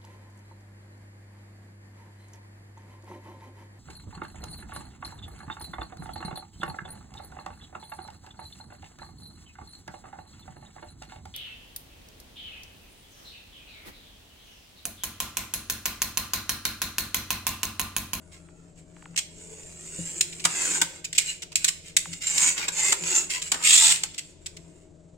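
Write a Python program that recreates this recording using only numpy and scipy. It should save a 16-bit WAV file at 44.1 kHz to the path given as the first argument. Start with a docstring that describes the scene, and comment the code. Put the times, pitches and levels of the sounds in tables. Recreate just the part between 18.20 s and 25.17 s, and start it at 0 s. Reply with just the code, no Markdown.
"""A small, hard, tiled bathroom: close to a stereo camera, a steel blade scrapes old sealant off the floor.
In each stroke the edge sticks and slips: it hisses, rasps under pressure and at times squeaks.
In between it catches, jabs and knocks on the tile, among tiny ticks and dull bumps on the floor.
The microphone's resonance colours the hiss near 7.5 kHz. The walls add a short, bright tail;
underneath sit a thin whistle, sleeve rustle, room air and faint hum."""
import sys
import numpy as np
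from scipy import signal
from scipy.fft import rfft, irfft, next_fast_len
from scipy.io import wavfile
from scipy.ndimage import uniform_filter1d

SR = 44100
rng = np.random.default_rng(int(sys.argv[2]) if len(sys.argv) > 2 else 0)


def transcribe(u):
    """Save the signal u as a 16-bit wav file named by the first command-line argument.

    u: samples, shape (n,) or (channels, n), limited to [-1, 1]; the rate is SR.
    q: integer samples, one column per channel.
    """
    v = np.clip(np.atleast_2d(u).T, -1, 1)
    q = np.round(v * 32767).astype(np.int16)
    wavfile.write(sys.argv[1], SR, q)


N = 307377

# Left-right likeness of a stroke, a catch and the background: freq_hz, correlation (-1..1)
STROKE_STEREO = [(200, 0.37), (900, 0.01), (5000, -0.11), (6200, 0.4), (7000, 0.95), (8500, 0.97),
                 (11000, .4)]
CATCH_STEREO = [(900, 0.1), (5000, -0.2), (7500, 0.5), (11000, 0.5)]
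AIR_STEREO = [(100, 0.92), (500, 0.44), (2000, 0.29), (7500, 0.93)]
# Colour of the ringing steel: freq_hz, density_db
STEEL_COLOUR = [(900, -39), (1400, -18), (2100, 0.5), (2900, 1), (3700, 0), (4500, -1), (5500, 0),
                (6500, -4.5), (9000, -23.5)]


def blade(neutral_hz=7488, crack_db=-18.3):
    """Strokes and catches shake the same steel and tile; a breaking contact adds a bright crack."""
    # The scrape drifts slightly in pitch: time_s, hiss_peak_hz
    hiss_pitch = [(1.7, 7540), (2.26, 7750), (2.35, 7440), (3.73, 7690), (4.12, 7403), (4.3, 7250),
                  (4.49, 7601), (4.6, 7230), (4.66, 7520), (4.95, 7170), (5.08, 7570), (5.8, 7632)]
    crack_colour = [(7000, -24.5), (9500, 4), (15500, -7.5)]  # freq_hz, density_db
    hiss, rasp, rub, drag = scraping()
    snap, chatter, knock, crack = catches()
    stretch = curves(hiss_pitch)[0] / neutral_hz
    top = scraping_hiss(hiss, snap, stretch)
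    body = steel_and_tile(rasp, rub, np.hypot(drag, knock), stretch)
    biting = bite(rasp)
    clink = chatter * noise(STEEL_COLOUR, CATCH_STEREO, patchy_db=3)
    return top + body + biting + clink + amp(crack_db) * crack * noise(crack_colour, CATCH_STEREO)


def strokes(swell_db=13.5, release_db_per_s=280.5):
    """Hiss, grate and drag envelopes: in each stroke the hand leans in, holds the push and lets go."""
    # Blade strokes, plus faint background hiss near the start and end (the rows at 0, .64 and 6.2 s):
    # start_s, swell_s, hold_end_s, hiss_db, grate_db, drag_db
    cues = [(0, .017, .5, -67, -71, -69), (.115, .008, .145, -53, -51, -62),
            (.55, .028, 0.6, -59.5, -63.5, -73), (.64, .14, .95, -61, -65, -65),
            (1.1, .11, 1.67, -47.5, -56, -66), (1.6, .15, 2.02, -38, -48, -58),
            (2.03, .03, 2.24, -46.5, -53, -62.5), (2.26, .01, 2.4, -41, -42, -44.5),
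            (2.291, .11, 2.565, -26.5, -34, -39.5), (2.64, .018, 2.78, -49, -51, -59),
            (2.99, .012, 3.02, -38, -36, -58), (3.04, .05, 3.1, -31, -35.5, -58.5),
            (3.38, .052, 3.42, -38.5, -39, -56), (3.63, .041, 3.69, -48, -47.5, -69),
            (3.78, .021, 3.97, -44, -50, -65), (4.008, .015, 4.045, -35, -35, -53),
            (4.055, .02, 4.078, -26.5, -31.5, -51), (4.1, .12, 4.285, -19.5, -28, -38),
            (4.36, .02, 4.44, -37.5, -32.5, -41), (4.521, .08, 4.7, -23, -30, -39.5),
            (4.77, .11, 4.964, -28.5, -34, -44.5), (4.9, .038, 4.92, -25.5, -36, -44),
            (4.942, .012, 4.98, -20.5, -33, -43), (4.99, .009, 5.015, -32.5, -37, -46),
            (5.094, .014, 5.17, -33.5, -32.5, -53), (5.215, .02, 5.28, -37.5, -42.5, -58),
            (5.32, .017, 5.5, -41.5, -45, -43.5), (5.437, .014, 5.51, -17.5, -19.5, -42),
            (5.508, .024, 5.6, -16.5, -21.5, -42), (5.605, .018, 5.712, -17.5, -22.5, -38),
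            (6.02, .018, 6.1, -55, -64, -75), (6.2, .02, 6.6, -64, -69.5, -74),
            (6.6, .045, 6.6, -55, -58.5, -75)]
    t, power = np.arange(SR) / SR, np.zeros((3, N))
    for start, swell, end, *levels in cues:
        attack_db = swell_db * (np.clip(t / swell, 0, 1) - 1)
        release_db = release_db_per_s * np.maximum(t - (end - start), 0)
        add(power, start, np.outer(amp(levels), amp(attack_db - release_db)) ** 2)
    return np.sqrt(power)


def scraping(slips_per_s=780, slip_t60=.016, sliding=2.2, crumbs_per_s=30, crumb_t60=.012, bite_db=-25):
    """Hiss, rasp, rub and drag envelopes: the edge sticks and slips as the hand judders along the bead."""
    t = np.arange(SR // 50) / SR
    jolts = (rng.random(N) < slips_per_s / SR) * amp(2.2 * rng.standard_normal(N))
    slips = unit(signal.oaconvolve(jolts, fade(t, slip_t60))[:N])
    hand = amp(.9 * wobble(70) + .6 * wobble(22))  # quick judder, slow sway
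    # now and then a hard crumb of sealant gives way with a sharper slip
    breaks = (rng.random(N) < crumbs_per_s / SR) * amp(1) * rng.random(N)
    crumbs = signal.oaconvolve(breaks, fade(t, crumb_t60))[:N]
    grain = amp(.34) * unit((slips + sliding) * hand) * unit(np.hypot(1, crumbs))
    hiss, grate, drag = strokes()
    # a light stroke only rubs; under pressure the edge bites and the steel rasps brightly
    load = (grate / amp(bite_db)) ** 2
    rub = grate / np.hypot(1, load)
    return grain * np.array([hiss, rub * load, rub, drag])


def catches(rise_s=.0007, stop_t60=.029, ring_db=-9, ring_t60=.097, knock_t60=.088, pivot_db=-28):
    """Snap, chatter, knock and crack envelopes: the blade snags, stops short and rings on weakly."""
    # Snags of the edge: start_s, length_s, snap_db, knock_db
    snags = [(0.961, .005, -27.5, -62), (0.975, 0.018, -22.5, -48), (2.0083, 0.0058, -14.5, -54),
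             (2.126, .008, -41, -59), (2.196, .01, -39, -59), (2.24, 0.0095, -29, -50.5),
             (2.2506, 0.0055, -13, -21), (2.615, 0.0055, -12, -24), (2.843, 0.012, -30.5, -60),
             (2.928, 0.004, -28, -65.5), (2.949, 0.02, -37, -65), (2.978, .003, -22, -55),
             (2.9814, 0.0063, -12, -46), (3.22, 0.015, -35.5, -52), (3.318, .012, -44, -54),
             (3.3555, 0.0023, -11, -49), (3.444, 0.0045, -11.5, -38.5), (3.48, 0.012, -20.5, -42.5),
             (3.7656, 0.006, -10.5, -50), (3.928, 0.011, -35.5, -56), (4.019, 0.0065, -36.5, -52),
             (4.1786, 0.0056, -18.5, -50), (4.232, 0.0018, -23, -48), (4.377, 0.005, -27.5, -40),
             (4.4805, 0.0084, -23.5, -32), (4.7216, 0.007, -15, -25), (4.836, .004, -31.5, -44.5),
             (5.099, 0.01, -30.5, -55.5), (5.218, 0.01, -29.5, -54.5), (5.3172, 0.0064, -16, -27),
             (5.342, 0.0051, -30, -30), (5.424, 0.0092, -31, -45.5), (5.437, 0.0025, -22.5, -43.5),
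             (5.72, 0.0044, -15, -39), (5.757, 0.005, -27, -57.5), (5.834, 0.004, -20.5, -36.5),
             (5.943, .005, -42, -62), (5.979, 0.016, -31, -56), (6.26, 0.01, -34, -57),
             (6.366, 0.0073, -43.5, -61)]
    t, blows = np.arange(SR // 5) / SR, np.zeros((4, N))
    for start, length, snap_db, knock_db in snags:
        # with force, the chatter grows more slowly than the snap, the crack faster
        force_db = snap_db - pivot_db
        levels = [snap_db, pivot_db + .81 * force_db, knock_db, pivot_db + 1.16 * force_db]
        after = np.maximum(t - length, 0)
        steel = np.maximum(fade(after, stop_t60), amp(ring_db) * fade(after, ring_t60))
        decay = np.array([steel, steel, fade(after, knock_t60), steel])
        add(blows, start, amp(levels)[:, None] * (1 - np.exp(-t / rise_s)) * decay)
    roughness = unit(amp(1.3 * wobble(1500)))
    return amp(-1.48) * blows * roughness


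def scraping_hiss(hiss, snap, stretch):
    """The hiss of strokes and catches, coloured by the microphone's resonance near 7.5 kHz."""
    # Colour of the hiss through the microphone: freq_hz, density_db
    colour = [(3000, -41.5), (5500, -19), (6300, -9), (7000, -1), (7500, 1), (8100, -4), (8800, -9),
              (9400, -20), (10200, -25.5), (11300, -27.5), (13500, -38.5), (15500, -34)]
    sliding = hiss * noise(colour, STROKE_STEREO, patchy_db=4, stretch=stretch)
    return sliding + snap * noise(colour, CATCH_STEREO, patchy_db=4, stretch=stretch)


def steel_and_tile(rasp, rub, tile_force, stretch, steel_db=-4):
    """The body of the scrape: biting steel, a light rub and the lower voice of the tile."""
    # Colours of the rub and the tile: freq_hz, density_db
    rub_colour = [(900, -31.5), (1500, -11.5), (2100, 0.5), (2800, 0.5), (3400, -5.5), (5500, -4),
                  (6500, -12.5), (9000, -24.5)]
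    tile_colour = [(80, -30), (300, -5.5), (650, -9), (900, 1.5), (1150, -2), (1450, 3), (2000, -6),
                   (4000, -39.5)]
    layers = [(amp(steel_db) * rasp, STEEL_COLOUR), (rub, rub_colour), (tile_force, tile_colour)]
    return sum(force * noise(colour, STROKE_STEREO, patchy_db=5, size=1024, stretch=stretch)
               for force, colour in layers)


def bite(rasp, gain_db=-2, neutral_hz=2200):
    """A biting blade rasps in one broad resonance, which climbs in the hardest push."""
    # Colour of the resonance at its neutral pitch: freq_hz, density_db
    colour = [(900, -40), (1600, -10), (2200, 0.5), (2700, -4), (3600, -12), (6000, -25.5)]
    # Its glide: time_s, peak_hz
    glide = [(3.1, 2750), (4.25, 2130), (4.66, 2140), (5.455, 2400), (5.49, 3200), (5.56, 3570),
             (5.68, 3750)]
    stretch = curves(glide)[0] / neutral_hz
    return amp(gain_db) * rasp * noise(colour, STROKE_STEREO, patchy_db=4, size=1024, stretch=stretch)


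def squeaks(unsteady=.022):
    """For a moment the friction locks onto one rough, wandering tone."""
    # Brief notes of the blade: middle_s, half_width_s, pitch_hz, level_db
    notes = [(.14, .02, 4380, -54), (3.098, 0.014, 2850, -30), (3.094, 0.016, 4130, -35),
             (4.66, 0.05, 2077, -30), (5.167, 0.019, 1010, -38.5), (5.468, 0.014, 2200, -23),
             (5.597, 0.01, 3560, -21), (5.655, 0.045, 905, -33.5)]
    t, out = np.arange(SR // 2) / SR, np.zeros((2, N))
    for middle, width, hz, db in notes:
        pitch = hz * (1 + unsteady * np.array([wobble(350, size=len(t)) for side in range(2)]))
        swell = amp(db) * np.exp(-((t - t.mean()) / width) ** 2 / 2)
        add(out, middle - t.mean(), swell * np.sin(2 * np.pi * np.cumsum(pitch, axis=1) / SR))
    return out


def ticks(sweep_hz=3400, end_hz=750, fall_s=.0017, rise_s=.00194, t60=.02):
    """Tiny ticks, each diving in pitch within a few cycles."""
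    # Tick cues: start_s, gain_db
    cues = [(0.287, -41), (0.765, -37.5), (0.823, -34), (0.856, -29), (.944, -39), (3.855, -23)]
    t, out = np.arange(SR // 30) / SR, np.zeros(N)
    phase = 2 * np.pi * np.cumsum(end_hz + sweep_hz * np.exp(-t / fall_s)) / SR
    tick = np.sin(phase) * (1 - np.exp(-t / rise_s)) * fade(t, t60)
    for start, db in cues:
        add(out, start, amp(db) * tick)
    return out


def bumps():
    """Soft weight on the floor rings the low modes; a slow push leaves out the short ones."""
    # Modes of the boom: pitch_hz, level_db, t60_s
    modes = [(88, -16, 0.41), (130, -9.5, 0.15), (169.2, -0.5, 0.29), (309, -5.5, 0.1), (528, -4.5, 0.052)]
    # Dull bumps on the floor: start_s, peak_db, rise_s
    cues = [(0.88, -44, 0.053), (1.787, -28, 0.0033), (2.252, -34, .001), (2.617, -37, .001),
            (3.869, -38.5, .06), (4.805, -37.5, 0.036)]
    t, out = np.arange(SR // 2) / SR, np.zeros(N)
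    boom = sum(amp(db) * np.sin(2 * np.pi * hz * t) * fade(t, t60) for hz, db, t60 in modes)
    for start, db, rise in cues:
        ring = boom * (1 - np.exp(-t / rise))
        add(out, start, amp(db) * ring / np.abs(ring).max())
    return out


def tiled_walls(x, t60=.32, build_s=.003):
    """The walls answer with a short, bright tail that changes as hand and camera move."""
    t, out, hop = np.arange(SR // 3) / SR, np.zeros((2, N)), SR // 6
    for i in range(0, N, hop):
        tail = rng.standard_normal((2, len(t))) * fade(t, t60) * (1 - np.exp(-t / build_s))
        piece = x[:, i:i + 2 * hop]
        piece = piece * np.sin(np.pi * np.arange(piece.shape[1]) / (2 * hop))  # crossfade
        add(out, i / SR, signal.fftconvolve(piece, tail / np.linalg.norm(tail[0]), axes=1))
    return out


def lingering(x, t60=1.0, dull_hz=6500):
    """A longer, duller reverberation hangs on between the strokes."""
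    lowpass = signal.butter(2, dull_hz, fs=SR, output="sos")
    tail = signal.sosfilt(lowpass, rng.standard_normal((2, SR))) * fade(np.arange(SR) / SR, t60)
    return signal.fftconvolve(x, tail / np.linalg.norm(tail[0]), axes=1)[:, :N]


def whistle(level_db=-70, unsteady=.012, fade_s=.08):
    """A very faint, thin whistle wavers, dips and fades out."""
    # Path of the whistle: time_s, pitch_hz
    glide = [(0, 9200), (.08, 9800), (.24, 9350), (.31, 7600), (.385, 6550), (.45, 7460), (.51, 7700),
             (.63, 7200)]
    pitch = curves(glide)[0] * (1 + unsteady * wobble(500))
    fade_out = np.clip((glide[-1][0] - np.arange(N) / SR) / fade_s, 0, 1)
    return amp(level_db) * fade_out * np.sin(2 * np.pi * np.cumsum(pitch) / SR)


def sleeve(resting_db=-62, half_width_s=.17):
    """The sleeve rustles low, swelling with each move of the arm."""
    # Moves of the arm: middle_s, level_db
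    moves = [(1.35, -56), (1.85, -55.5), (2.5, -49), (4.299, -54), (4.85, -47), (6.5, -67.5)]
    # Colour of the cloth: freq_hz, density_db
    colour = [(100, -22.5), (235, -10), (340, 0), (500, -7.5), (900, -18.5), (2000, -38.5), (8000, -70.5)]
    t = np.arange(N) / SR
    motion = sum(amp(db) * np.exp(-((t - middle) / half_width_s) ** 2 / 2) for middle, db in moves)
    return (amp(resting_db) + motion) * noise(colour, AIR_STEREO, patchy_db=6.5, size=2048)


def room_tone(air_db=-56, hum_gain_db=2):
    """Steady room air and a low hum that wavers in level and phase."""
    # Colour of the air: freq_hz, density_db
    air_colour = [(12, -17.5), (27, 2), (52, -18.5), (85, -8), (127, -9.5), (168, -1.5), (205, -18),
                  (350, -21.5), (430, -18), (620, -19.5), (720, -29), (1500, -36.5), (5500, -41),
                  (7600, -30.5), (10000, -52), (16000, -85)]
    # Tones of the hum: pitch_hz, level_db
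    tones = [(80.7, -62.5), (166.9, -58), (301.5, -66), (355.3, -69), (629.8, -68.5)]
    t = np.arange(N) / SR
    hum = sum(amp(db + 2.8 * wobble(7.8)) * np.sin(2 * np.pi * hz * t + .8 * wobble(8.9))
              for hz, db in tones)
    return amp(air_db) * noise(air_colour, AIR_STEREO, size=4096) + amp(hum_gain_db) * hum


def noise(colour, stereo, patchy_db=0, size=512, stretch=None):
    """Coloured stereo noise of rms 1; patchy_db makes resonances come and go, stretch bends the pitch."""
    hz = np.fft.rfftfreq(size, 1 / SR)
    shape = (2, len(hz), 2 * N // size + 3)  # mid and side, bins, frames
    bins = rng.standard_normal(shape + (2,), dtype=np.float32).view(np.complex64)[..., 0]
    if patchy_db:
        patches = uniform_filter1d(rng.standard_normal(shape[1:]), size=3, axis=0)
        gain = amp(patchy_db * unit(uniform_filter1d(patches, size=11, axis=1)))
        bins *= gain / np.sqrt(uniform_filter1d(gain ** 2, size=24, axis=0))  # colour moves, power stays
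    ratio = 1 if stretch is None else np.take(stretch, np.arange(shape[2]) * size // 2, mode="clip")
    width = np.arccos(np.clip(along(stereo, hz), -1, 1)) / 2
    bins *= amp(along(colour, hz[:, None] / ratio)) * np.array([np.cos(width), np.sin(width)])[..., None]
    mid, side = signal.istft(bins, nperseg=size)[1][:, :N]
    return unit(np.array([mid + side, mid - side]))


def amp(db):
    """Decibels to amplitude."""
    return np.exp(np.asarray(db) * (np.log(10) / 20))


def unit(x):
    """Scale to rms 1."""
    return x / np.sqrt(np.mean(x ** 2) + 1e-20)


def along(points, hz):
    """Interpolate (freq_hz, value) points on a log axis."""
    freqs, values = np.transpose(points)
    return np.interp(np.log(hz + 1), np.log(freqs + 1), values)


def curves(rows):
    """One value per sample for each column after the time."""
    times, *columns = np.transpose(rows)
    return [np.interp(np.arange(N) / SR, times, column) for column in columns]


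def wobble(rate, size=N):
    """A random curve with rate knots a second."""
    knots = rng.standard_normal(int(size * rate / SR) + 2)
    return np.interp(np.arange(size) * rate / SR, np.arange(len(knots)), knots)


def fade(t, t60):
    """Decay by 60 dB in t60 seconds."""
    return np.exp(-np.log(1000) * t / t60)


def add(track, start_s, sound):
    """Mix a sound into a track."""
    part = track[..., round(start_s * SR):][..., :sound.shape[-1]]
    part += sound[..., :part.shape[-1]]


def scene(walls_db=-12.5, linger_db=-25):
    """Blade, floor and arm in the tiled room."""
    work = blade() + squeaks()
    reverb = amp(walls_db) * tiled_walls(work) + amp(linger_db) * lingering(work)
    return work + reverb + ticks() + bumps() + whistle() + sleeve() + room_tone()


def record(dry, top_hz=16000):
    """The camera rounds the highest peaks, leans left in the bass and keeps nothing above its band limit."""
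    # The low end reaches the left port more strongly: freq_hz, left_minus_right_db
    lean = [(100, 4.5), (300, 6), (850, 6), (1150, 0.5), (2200, 0), (7500, -2), (12000, .4)]
    rounded = dry / (1 + (dry * dry / .7) ** 3) ** (1 / 6)
    size = next_fast_len(N + SR // 10)
    hz = np.fft.rfftfreq(size, 1 / SR)
    balance = amp(np.outer([.5, -.5], along(lean, hz)))
    band_limit = 1 / (1 + (hz / top_hz) ** 120)
    return irfft(rfft(rounded, size) * balance * band_limit, size)[:, :N]


dry = scene()
out = record(dry)
transcribe(out)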